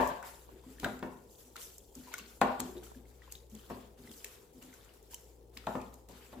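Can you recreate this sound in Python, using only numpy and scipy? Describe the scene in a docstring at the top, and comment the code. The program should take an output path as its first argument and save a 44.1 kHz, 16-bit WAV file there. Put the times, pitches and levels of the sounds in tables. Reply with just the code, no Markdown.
"""Gloved fingers turn raw chicken legs in marinade in a glass bowl on a stone counter, for 6.4 s.
A hard knock opens with a deep thump, another falls near 2.4 s, lesser ones follow: bowl modes under a wet slap.
From the first second on, lumps thud on one low mode, wet skin snaps in wide-band clicks, bubbles pop in rising
sines, and the peeling film hisses and squelches in shaped noise and tiny bubbles.
A small hard kitchen answers the blows with decaying noise; an appliance hums throughout over moving air."""
import sys
import numpy as np
from scipy import signal
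from scipy.fft import rfft, irfft, next_fast_len
from scipy.io import wavfile
from scipy.ndimage import uniform_filter1d, map_coordinates

SR = 44100
rng = np.random.default_rng(int(sys.argv[2]) if len(sys.argv) > 2 else 0)


def digitize_waveform(pressure):
    """Quantize a signal to 16-bit integers and store it at the path in sys.argv[1].

    Rows of a 2-D input are taken as channels; values are limited to [-1, 1].
    """
    field = np.atleast_2d(pressure).T
    bounded = np.clip(field, -1, 1)
    quanta = np.round(bounded * 32767).astype(np.int16)
    wavfile.write(sys.argv[1], SR, quanta)


N = 282240

# Bone on glass; the tilts are relative: start_s, level_db, treble_db, bass_db, near_600_hz_db, room_db
BONE_KNOCKS = [(-0.012, -21, -1.5, -4.5, 3.5, -2.5), (0.1, -44, 5, -13, -2, 0),
               (0.2289, -50.5, 4, -32, -22, 5.5), (0.831, -40.5, 1.5, 4, -4.5, 3),
               (0.843, -40.5, 11.5, -21, -2, -4), (0.861, -33.5, -10, 1, -0.5, -11),
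               (1.026, -38, 2.5, 4, -1, -1.5), (2.4148, -16.5, -3.5, -9.5, -8.5, -3.5),
               (2.598, -41, -2, 2.5, -18, -2), (3.7, -43.5, -2, -2, 5, 0), (3.708, -50.5, -6, 9, -34, 0),
               (5.67, -29.5, -8, -6.5, 1.5, -4), (5.752, -34.5, -2.5, 0, 1.5, -4.5),
               (6.091, -60, -13.5, 8.5, 9.5, 4), (6.328, -49.5, -3, 1, -2, 1)]
# Modes of the meat-damped bowl: frequency_hz, relative_level_db, t60_s
BOWL_MODES = [(78.4, -14.5, 0.084), (119.3, -19.5, 0.23), (159.5, -20.5, 0.08), (184, -10, 0.18),
              (216.7, -5, 0.25), (253.9, -4, 0.36), (339.7, -4, 0.13), (385.2, -11, 0.32),
              (465.3, -11, 0.2), (612.4, -8.5, 0.23), (707, -17, 0.33), (786, -16, 0.3), (898, -19.5, 0.15),
              (917, 7.5, 0.017), (965, -12, 0.067), (1049, -17.5, 0.18), (1600, -19.5, 0.04),
              (1766, -12.5, 0.065), (1844, -13, 0.04), (2335, -8, 0.015), (2700, -7.5, 0.015),
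              (3540, -21.5, 0.016)]
# Meat meeting glass, relative spectrum: frequency_hz, density_db_per_hz
SLAP_SPECTRUM = [(120, -27), (300, -28), (600, 9.5), (1100, 1), (1600, -2), (2500, -17), (5000, -28)]
# Soft lumps rocking the bowl: start_s, level_db, ring_hz, length_s, rumble_to_ring_ratio
SOFT_THUDS = [(0.511, -63, 332.4, 0.087, 1.9), (0.662, -48.5, 258.3, 0.077, 0.39),
              (0.787, -57, 287, 0.1, 0.87), (1.432, -61.5, 250, 0.07, 0.19),
              (1.96, -47.5, 253, 0.063, 0.36), (2.036, -62, 256, 0.13, 0.36), (2.198, -60, 234, 0.078, 0.8),
              (2.611, -43.5, 251.5, 0.079, 0.34), (2.672, -44, 368, 0.043, 0.22),
              (2.748, -42.5, 356.2, 0.052, 0.44), (2.812, -52, 370, 0.033, 0.96),
              (2.956, -48, 250.7, 0.053, 0.31), (3.521, -50.5, 216, 0.056, .5),
              (3.988, -55.5, 240.6, 0.077, .8), (4.08, -52, 238, 0.042, 0.74),
              (4.248, -54.5, 412, 0.028, 0.36), (4.544, -55.5, 253.4, 0.068, 0.54),
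              (4.625, -56.5, 256.5, 0.092, 0.43), (5.554, -55, 234, 0.03, 0.68),
              (6.363, -48, 248, 0.14, 0.53)]
# Wet skin tearing loose: time_s, peak_db, lower_treble_db (relative)
SKIN_SMACKS = [(0.074, -32, -18), (0.226, -41, -36), (0.7973, -32, 9), (0.843, -25.5, 18), (0.99, -40, 7),
               (1.557, -40, -16), (1.5633, -32.5, 9), (1.7802, -36, -23), (1.951, -38, -12),
               (2.1294, -40.5, -4), (2.138, -29, -8), (2.18, -30, 6), (2.186, -32.5, 5),
               (2.4127, -21.5, 15.5), (2.595, -32, 6), (2.6008, -20.5, 1.5), (2.838, -45, -14),
               (3.3212, -30, -5), (3.4975, -47, -36), (3.549, -35.5, -13.5), (4.113, -36, 9.5),
               (4.2434, -23.5, 5), (4.5315, -51.5, -24), (4.625, -39, -20), (4.635, -42.5, -4),
               (4.648, -46.5, -16), (4.738, -39.5, -28), (4.8463, -49, -18), (5.026, -48, -36),
               (5.108, -45, -3), (5.123, -51, -20), (5.1338, -41, 18), (5.1421, -28.5, -25),
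               (5.5707, -33, 12), (5.6673, -32, 20.5), (5.8134, -42, 5), (5.9395, -41, -9), (6.086, -42, 0)]
# Air pockets bursting: start_s, level_db, pitch_hz
AIR_POPS = [(0.226, -39.5, 1470), (0.638, -54.5, 1000), (0.784, -49.5, 1780), (0.845, -22, 1577),
            (1.0271, -42, 3420), (1.5576, -39, 1370), (2.0715, -49, 980), (2.0814, -45, 975),
            (2.1149, -46.5, 926), (2.14, -32.5, 2170), (2.14, -31, 1465), (2.1825, -43, 1150),
            (2.1947, -40, 2750), (2.261, -44.5, 4380), (2.768, -48.5, 3750), (2.78, -45.5, 3800),
            (2.829, -53, 1510), (2.868, -52.5, 1370), (2.9473, -54, 1700), (3.054, -59, 2150),
            (3.22, -48, 1920), (3.277, -51, 1040), (3.303, -52.5, 2840), (3.353, -37, 3820),
            (3.552, -51.5, 3370), (3.5944, -49, 3080), (4.074, -47.5, 2040), (4.2441, -38, 2600),
            (4.624, -47, 2830), (4.7288, -50, 2070), (4.737, -53.5, 1500), (4.892, -52.5, 2890),
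            (5.133, -48.5, 960), (5.1448, -39, 3030), (5.57, -40.5, 2190), (5.572, -54, 1080),
            (5.574, -37, 5030), (5.64, -50, 1320), (5.754, -47, 2730), (5.803, -46, 2460),
            (5.82, -48, 2510), (6.266, -54, 2600)]
# Film peeling off glass, glove and meat (a negative fade grows):
# start_s, hiss_db, squelch_db, swell_s, fade_db_per_s
FILM_PEELS = [(0, -48, -45.5, 0.01, 90), (0.229, -53, -60, 0.039, 60), (.45, -69, -68.5, 0.083, 13),
              (.62, -67.5, -72, 0.027, -34), (.79, -56.5, -57, 0.051, 90), (1.03, -68, -76, 0.0052, 3),
              (1.29, -62.5, -102.5, 0.022, 37), (1.378, -59, -69, 0.009, 50), (1.555, -62, -56, 0.011, 82),
              (1.57, -48.5, -78, 0.048, 90), (1.78, -66, -95, 0.011, 16), (1.94, -61.5, -65.5, 0.014, -12),
              (2.099, -60, -52, 0.063, 69), (2.271, -57.5, -91, 0.01, 68), (2.41, -58, -51, 0.0081, 51),
              (2.598, -58, -61.5, 0.0053, 21), (2.83, -57, -62.5, 0.0052, 76), (3.039, -71, -74, 0.053, 1),
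              (3.2, -70, -65.5, 0.07, 50), (3.309, -56, -85, 0.0072, 110), (3.49, -66, -74, 0.022, 17),
              (3.54, -68, -65.5, 0.021, -4), (3.688, -61, -62, 0.0064, 49), (3.969, -63, -69.5, 0.021, -20),
              (4.1, -57.5, -81, 0.11, 197), (4.24, -56.5, -59, 0.028, 61), (4.525, -67.5, -78, 0.013, 6.5),
              (4.61, -63, -64.5, 0.011, 31), (4.72, -65.5, -64, 0.014, 32), (4.85, -79, -69, 0.022, 60),
              (4.93, -61.5, -79, 0.011, 200), (5.03, -69, -78.5, 0.011, 42),
              (5.096, -51.5, -63, 0.032, 293.5), (5.17, -63, -70.5, 0.013, 54),
              (5.525, -67.5, -70.5, 0.024, 4), (5.565, -66, -61, 0.013, 47), (5.67, -62, -61.5, 0.017, 28),
              (5.93, -68.5, -86, 0.0046, 74), (6.083, -63.5, -62.5, 0.011, -3)]
# Hiss of the film, relative spectrum: frequency_hz, density_db_per_hz
FILM_SPECTRUM = [(1760, -27), (3000, -8), (3830, -9.5), (4670, -5), (6840, 0), (7430, 2), (8990, -5),
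                 (11000, -1.5), (15300, -1), (15750, -67)]
# Squelch of the film, relative spectrum: frequency_hz, density_db_per_hz
SQUELCH_SPECTRUM = [(700, -15), (1100, -7.5), (2000, -12), (3500, -12.5), (5000, -18), (7000, -43)]
# Low end near 59 Hz, the opening knock's deep thump and then the wavering hum: time_s, level_db
LOW_END_LEVEL = [(0, -45), (0.15, -65), (0.8, -57.5), (1.34, -66), (2.33, -65.5), (2.5, -57.5), (3.56, -59),
                 (4.56, -71), (5.61, -58.5), (6.4, -64)]
# The appliance's casing, relative spectrum: frequency_hz, density_db_per_hz
DRONE_SPECTRUM = [(300, -37), (350, -27), (385, 13), (420, -4), (465, 4.5), (520, -21.5)]
# Moving air, relative spectrum: frequency_hz, density_db_per_hz
AIR_SPECTRUM = [(18, -28.5), (30, -2), (81, -12.5), (224, -16), (476, -7.5), (602, -18.5), (868, -19),
                (1670, -47.5), (3640, -43), (4610, -62), (15300, -62.5), (15750, -99)]
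# Reverberation of the kitchen: frequency_hz, t60_s
KITCHEN_DECAY = [(100, 0.51), (260, 0.61), (700, 0.6), (1800, 0.47), (5000, 0.4), (12000, 0.029)]
# Likeness of diffuse sound at the two ports: frequency_hz, left_right_correlation
PORT_LIKENESS = [(60, 0.86), (200, 0.95), (500, 0.68), (1200, 0.068), (4000, 0.15), (12000, 0.043)]
# Colour of the microphone ports: frequency_hz, left_minus_right_db
PORT_BALANCE = [(60, 4), (180, 2.0), (550, 3.5), (1650, 3.5), (4970, 4), (15000, -1.5)]

SQUELCH_SWELL, SQUELCH_FADE = 0.53, 0.99  # squelch against hiss: factors on swell time and fade rate
AIR_DB, DRONE_DB = -62, -70.5  # centres of the wavering levels
DRY_S = 0.41  # after about this long a peel has run dry
TOP_HZ = 16500  # band limit


def amp(db):
    """Logarithmic level: decibels to gain."""
    return 10 ** (np.asarray(db) / 20)


def unit(x):
    """Power normalisation: x at rms 1."""
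    return x / np.sqrt(np.mean(x ** 2) + 1e-20)


def along(points, hz):
    """Logarithmic interpolation: reads (frequency, value) points on a log frequency axis."""
    f, v = np.transpose(points)
    return np.interp(np.log(hz + 1), np.log(f + 1), v)


def wobble(rate):
    """Random modulation: a smooth curve with rate knots a second."""
    knots = rng.standard_normal(int(N * rate / SR) + 4)
    return map_coordinates(knots, [np.arange(N) * rate / SR])


def filtered(x, response):
    """Linear filtering: the spectrum of x times a response of frequency."""
    n = x.shape[-1]
    m = next_fast_len(n + 8192)
    return irfft(rfft(x, m) * response(np.fft.rfftfreq(m, 1 / SR)), m)[..., :n]


def mid_side_weights(hz):
    """Partial coherence: mid and side shares that give two ports the tabled correlation."""
    turn = np.arccos(np.clip(along(PORT_LIKENESS, hz), -1, 1)) / 2
    return np.array([np.cos(turn), np.sin(turn)])


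def rush(spectrum, spiky_db, patchy_db):
    """Modulated noise: stereo, rms 1, in tiny bursts both ports share and time-frequency patches."""
    noise = rng.standard_normal((2, N)) * amp(spiky_db * wobble(700))
    z = signal.stft(noise, nperseg=512)[2]
    field = uniform_filter1d(rng.standard_normal(z.shape[1:]), size=8, axis=0)
    field = uniform_filter1d(field, size=6, axis=1)
    pair = signal.istft(z * amp(patchy_db * unit(field)), nperseg=512)[1][:, :N]
    mid, side = filtered(pair, lambda hz: amp(along(spectrum, hz)) * mid_side_weights(hz))
    return unit(np.array([mid + side, mid - side]))


def add(track, s, sound):
    """Superposition: mixes a stereo sound into the track at s seconds; what lies before zero is lost."""
    start = round(s * SR)
    sound = sound[:, max(-start, 0):]
    track[:, max(start, 0):][:, :sound.shape[1]] += sound


def answer(sound, wet_db, loud_s=1):
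    """Reverberation: a fresh noise tail, decaying at each frequency's own rate, joins the direct sound."""
    hz, t, z = signal.stft(rng.standard_normal((2, SR // 2)), SR, nperseg=256)
    decay = amp(-60 * t / along(KITCHEN_DECAY, hz)[:, None])
    tail = signal.istft(z * decay, SR, nperseg=256)[1]
    mid, side = rfft(tail) * mid_side_weights(np.fft.rfftfreq(tail.shape[1], 1 / SR))
    tail = irfft([mid + side, mid - side], tail.shape[1])
    tail *= amp(wet_db) / np.linalg.norm(tail[0])
    tail[:, :110] = 0  # the nearest wall is a few milliseconds away
    sound = np.atleast_2d(sound)
    # the walls return chiefly the first loud_s seconds
    sent = sound * np.exp(-np.arange(sound.shape[1]) / SR / loud_s)
    heard = signal.fftconvolve(sent, tail, axes=1)
    near = sound * np.ones((2, 1))
    heard[0, 2:near.shape[1] + 2] += near[0]  # the left port is a little farther from the bowl
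    heard[1, :near.shape[1]] += near[1]
    return heard


def knocks():
    """Modal excitation: each blow rings the damped bowl modes and slaps wetly, with its own spectral tilt."""
    out, t = np.zeros((2, N + SR)), np.arange(SR // 3) / SR
    ports = np.array([[1], [-1]])  # a mode reaches the two ports out of step
    onset = 1 - np.exp(-(t / 0.001) ** 2)
    for s, db, treble_db, bass_db, belly_db, room_db in BONE_KNOCKS:
        tilt = [(380, bass_db), (480, belly_db), (680, belly_db),
                (800, 0.013), (1050, 0.0036), (1500, treble_db)]
        # random spread of level (dB), relative pitch and port phase (radians per Hz)
        chance = rng.standard_normal((len(BOWL_MODES), 3)) * [1.5, .003, .0003]
        ring = 0
        for (hz, level, t60), (db_off, detune, lead) in zip(BOWL_MODES, chance):
            decay = amp(level + along(tilt, hz) + db_off - 60 * t / t60)
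            ring = ring + decay * np.sin(2 * np.pi * hz * (1 + detune) * t + hz * lead * ports)
        splash = unit(filtered(rng.standard_normal(len(t)), lambda hz: amp(along(SLAP_SPECTRUM, hz))))
        slap = filtered(splash, lambda hz: amp(along(tilt, hz))) * amp(2.5 - 60 * t / 0.058)
        heard = answer((ring + slap) * onset, wet_db=room_db + 2.5, loud_s=0.0085)
        add(out, s, amp(db) * heard)
    return out[:, :N]


def thuds():
    """Driven resonance: a soft push holds one low mode over a rumble until the hand damps it."""
    out, t = np.zeros((2, N + SR)), np.arange(SR // 3) / SR
    for s, db, hz, length, rumble in SOFT_THUDS:
        push = np.exp(-(t / length) ** 6) * (1 - np.exp(-t / 0.0057))
        noise = rng.standard_normal(len(t))
        blur = unit(filtered(noise, lambda f: 1 / (1 + ((f - hz) / 130) ** 2)))
        heard = answer(push * (np.sin(2 * np.pi * hz * t) + rumble * blur), wet_db=-11)
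        add(out, s, amp(db) * heard)
    return out[:, :N]


def smacks():
    """Adhesive release: a partly shared crackle swells into one wide-band impulse and dies away."""
    out, t = np.zeros((2, N + SR)), np.arange(SR // 30) / SR
    snap_s = .006
    swell = np.exp(-abs(t - snap_s) / np.where(t < snap_s, .0013, .002))
    for s, db, low_db in SKIN_SMACKS:
        shared, *own = rng.standard_normal((3, len(t)))
        crack = swell * (0.37 * shared + 0.57 * np.array(own))
        crack[:, round(snap_s * SR)] += 2.2
        colour = [(900, low_db - 33.0), (1800, low_db - 0.5), (4000, low_db + 2.0), (5500, 5.5),
                  (7500, 12.5), (9000, 4.0), (15300, 7.5), (15800, -19.5)]
        crack = filtered(crack, lambda hz: amp(along(colour, hz)))
        heard = answer(crack / abs(crack).max(), wet_db=-9)
        add(out, s + .0025 - snap_s, amp(db) * heard)  # the snap falls 2.5 ms after the tabled time
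    return out[:, :N]


def pops():
    """Bubble resonance: a burst spits wetly and rings for a few cycles while its pitch climbs."""
    out, t = np.zeros((2, N + SR)), np.arange(SR // 20) / SR
    for s, db, hz in AIR_POPS:
        turns = hz * t
        envelope = np.exp(-turns / 6.3) * (1 - np.exp(-turns / 0.5))
        blip = envelope * np.sin(2 * np.pi * turns * (0.976 + 0.0017 * turns))
        noise = rng.standard_normal(len(t))
        spit = unit(filtered(noise, lambda f: (f / hz) ** 2 / (1 + (f / hz) ** 3)))
        heard = answer(blip + 0.3 * spit * t / .002 * np.exp(-t / .002), wet_db=-13)
        add(out, s, amp(db) * heard)
    return out[:, :N]


def kneading():
    """Film rupture: peeling marinade hisses and crackles; lower down it squelches with bubbles."""
    _, hiss_db, squelch_db, _, _ = np.transpose(FILM_PEELS)
    flutter = amp(1.5 * np.array([wobble(45), wobble(45)]))
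    crackle = .3 * bubbles(rate=200, low_hz=3000, span=4, cycles=6)  # sticky threads snap
    hiss = unit(rush(FILM_SPECTRUM, spiky_db=1.0, patchy_db=2.0) + crackle)
    gurgle = 0.31 * bubbles(rate=240, low_hz=1187, span=3.55, cycles=3.2)
    squelch = unit(rush(SQUELCH_SPECTRUM, spiky_db=1.0, patchy_db=2.0) + gurgle)
    hiss_level = flutter[0] * peels(hiss_db, 1, 1)
    squelch_level = flutter[1] * peels(squelch_db, SQUELCH_SWELL, SQUELCH_FADE)
    return hiss_level * hiss + squelch_level * squelch


def peels(levels_db, swell_share, fade_factor):
    """Incoherent addition: peels swell, then fade or slowly grow at their own rate until they run dry;
    powers add."""
    t, power = np.arange(N) / SR, np.zeros(N)
    for (s, _, _, swell, fade), db in zip(FILM_PEELS, levels_db):
        age, rise = np.maximum(t - s, 0), swell * swell_share
        faded_db = fade * fade_factor * np.maximum(age - rise, 0)
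        drying_db = 20 * (age / DRY_S) ** 4
        power += (np.minimum(age / rise, 1) * amp(db - faded_db - drying_db)) ** 2
    return np.sqrt(power)


def bubbles(rate, low_hz, span, cycles):
    """Bubble ensemble: random damped sines, rate a second, from low_hz to span times that, at rms 1."""
    count = int(rate * N / SR)
    when, pitch, size, pan = rng.random((count, 4)).T
    t = np.arange(256) / SR
    turns = (low_hz * span ** pitch)[:, None] * t
    envelope = np.exp(-turns / cycles) * (1 - np.exp(-turns / 0.45))
    blip = (1.02 - size[:, None]) ** -.45 * envelope * np.sin(2 * np.pi * turns)
    at = ((when * N).astype(int)[:, None] + np.arange(len(t))).ravel()
    pair = [np.bincount(at, (blip * side[:, None]).ravel(), N + len(t))[:N]
            for side in (0.29 + pan, 1.4 - pan)]
    return unit(np.array(pair))


def background():
    """Periodic and random noise: the first thump and unsteady mains hum with octave, low drone, moving air."""
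    low_db = np.interp(np.arange(N) / SR, *np.transpose(LOW_END_LEVEL))
    phase = 2 * np.pi * np.cumsum(59 + 2.1 * wobble(13.0)) / SR
    low_level = np.sqrt(2) * amp(low_db + 0.45 * wobble(4.9))
    octave = amp(-12.5 + 1.33 * wobble(6.3)) * np.sin(2 * phase)
    thump_and_hum = low_level * (np.sin(phase) + octave)
    drone = amp(DRONE_DB + 0.72 * wobble(3.4)) * rush(DRONE_SPECTRUM, spiky_db=-3.0, patchy_db=-2.0)
    air = amp(AIR_DB + 0.21 * wobble(23.0)) * rush(AIR_SPECTRUM, spiky_db=0.0, patchy_db=1.0)
    return thump_and_hum + drone + air


def scene():
    """Superposition: all sources add at the microphone."""
    return knocks() + thuds() + smacks() + pops() + kneading() + background()


def record(dry):
    """Receiver response: the ports differ in colour; deep bass and all above the band limit are cut."""
    ports = lambda hz: amp(np.array([[.5], [-.5]]) * along(PORT_BALANCE, hz))
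    bass_cut = lambda hz: 1 / (1 + (39 / (hz + 1)) ** 12) ** .5
    return filtered(dry, lambda hz: ports(hz) * bass_cut(hz) * (hz < TOP_HZ))


dry = scene()
out = record(dry)
digitize_waveform(out)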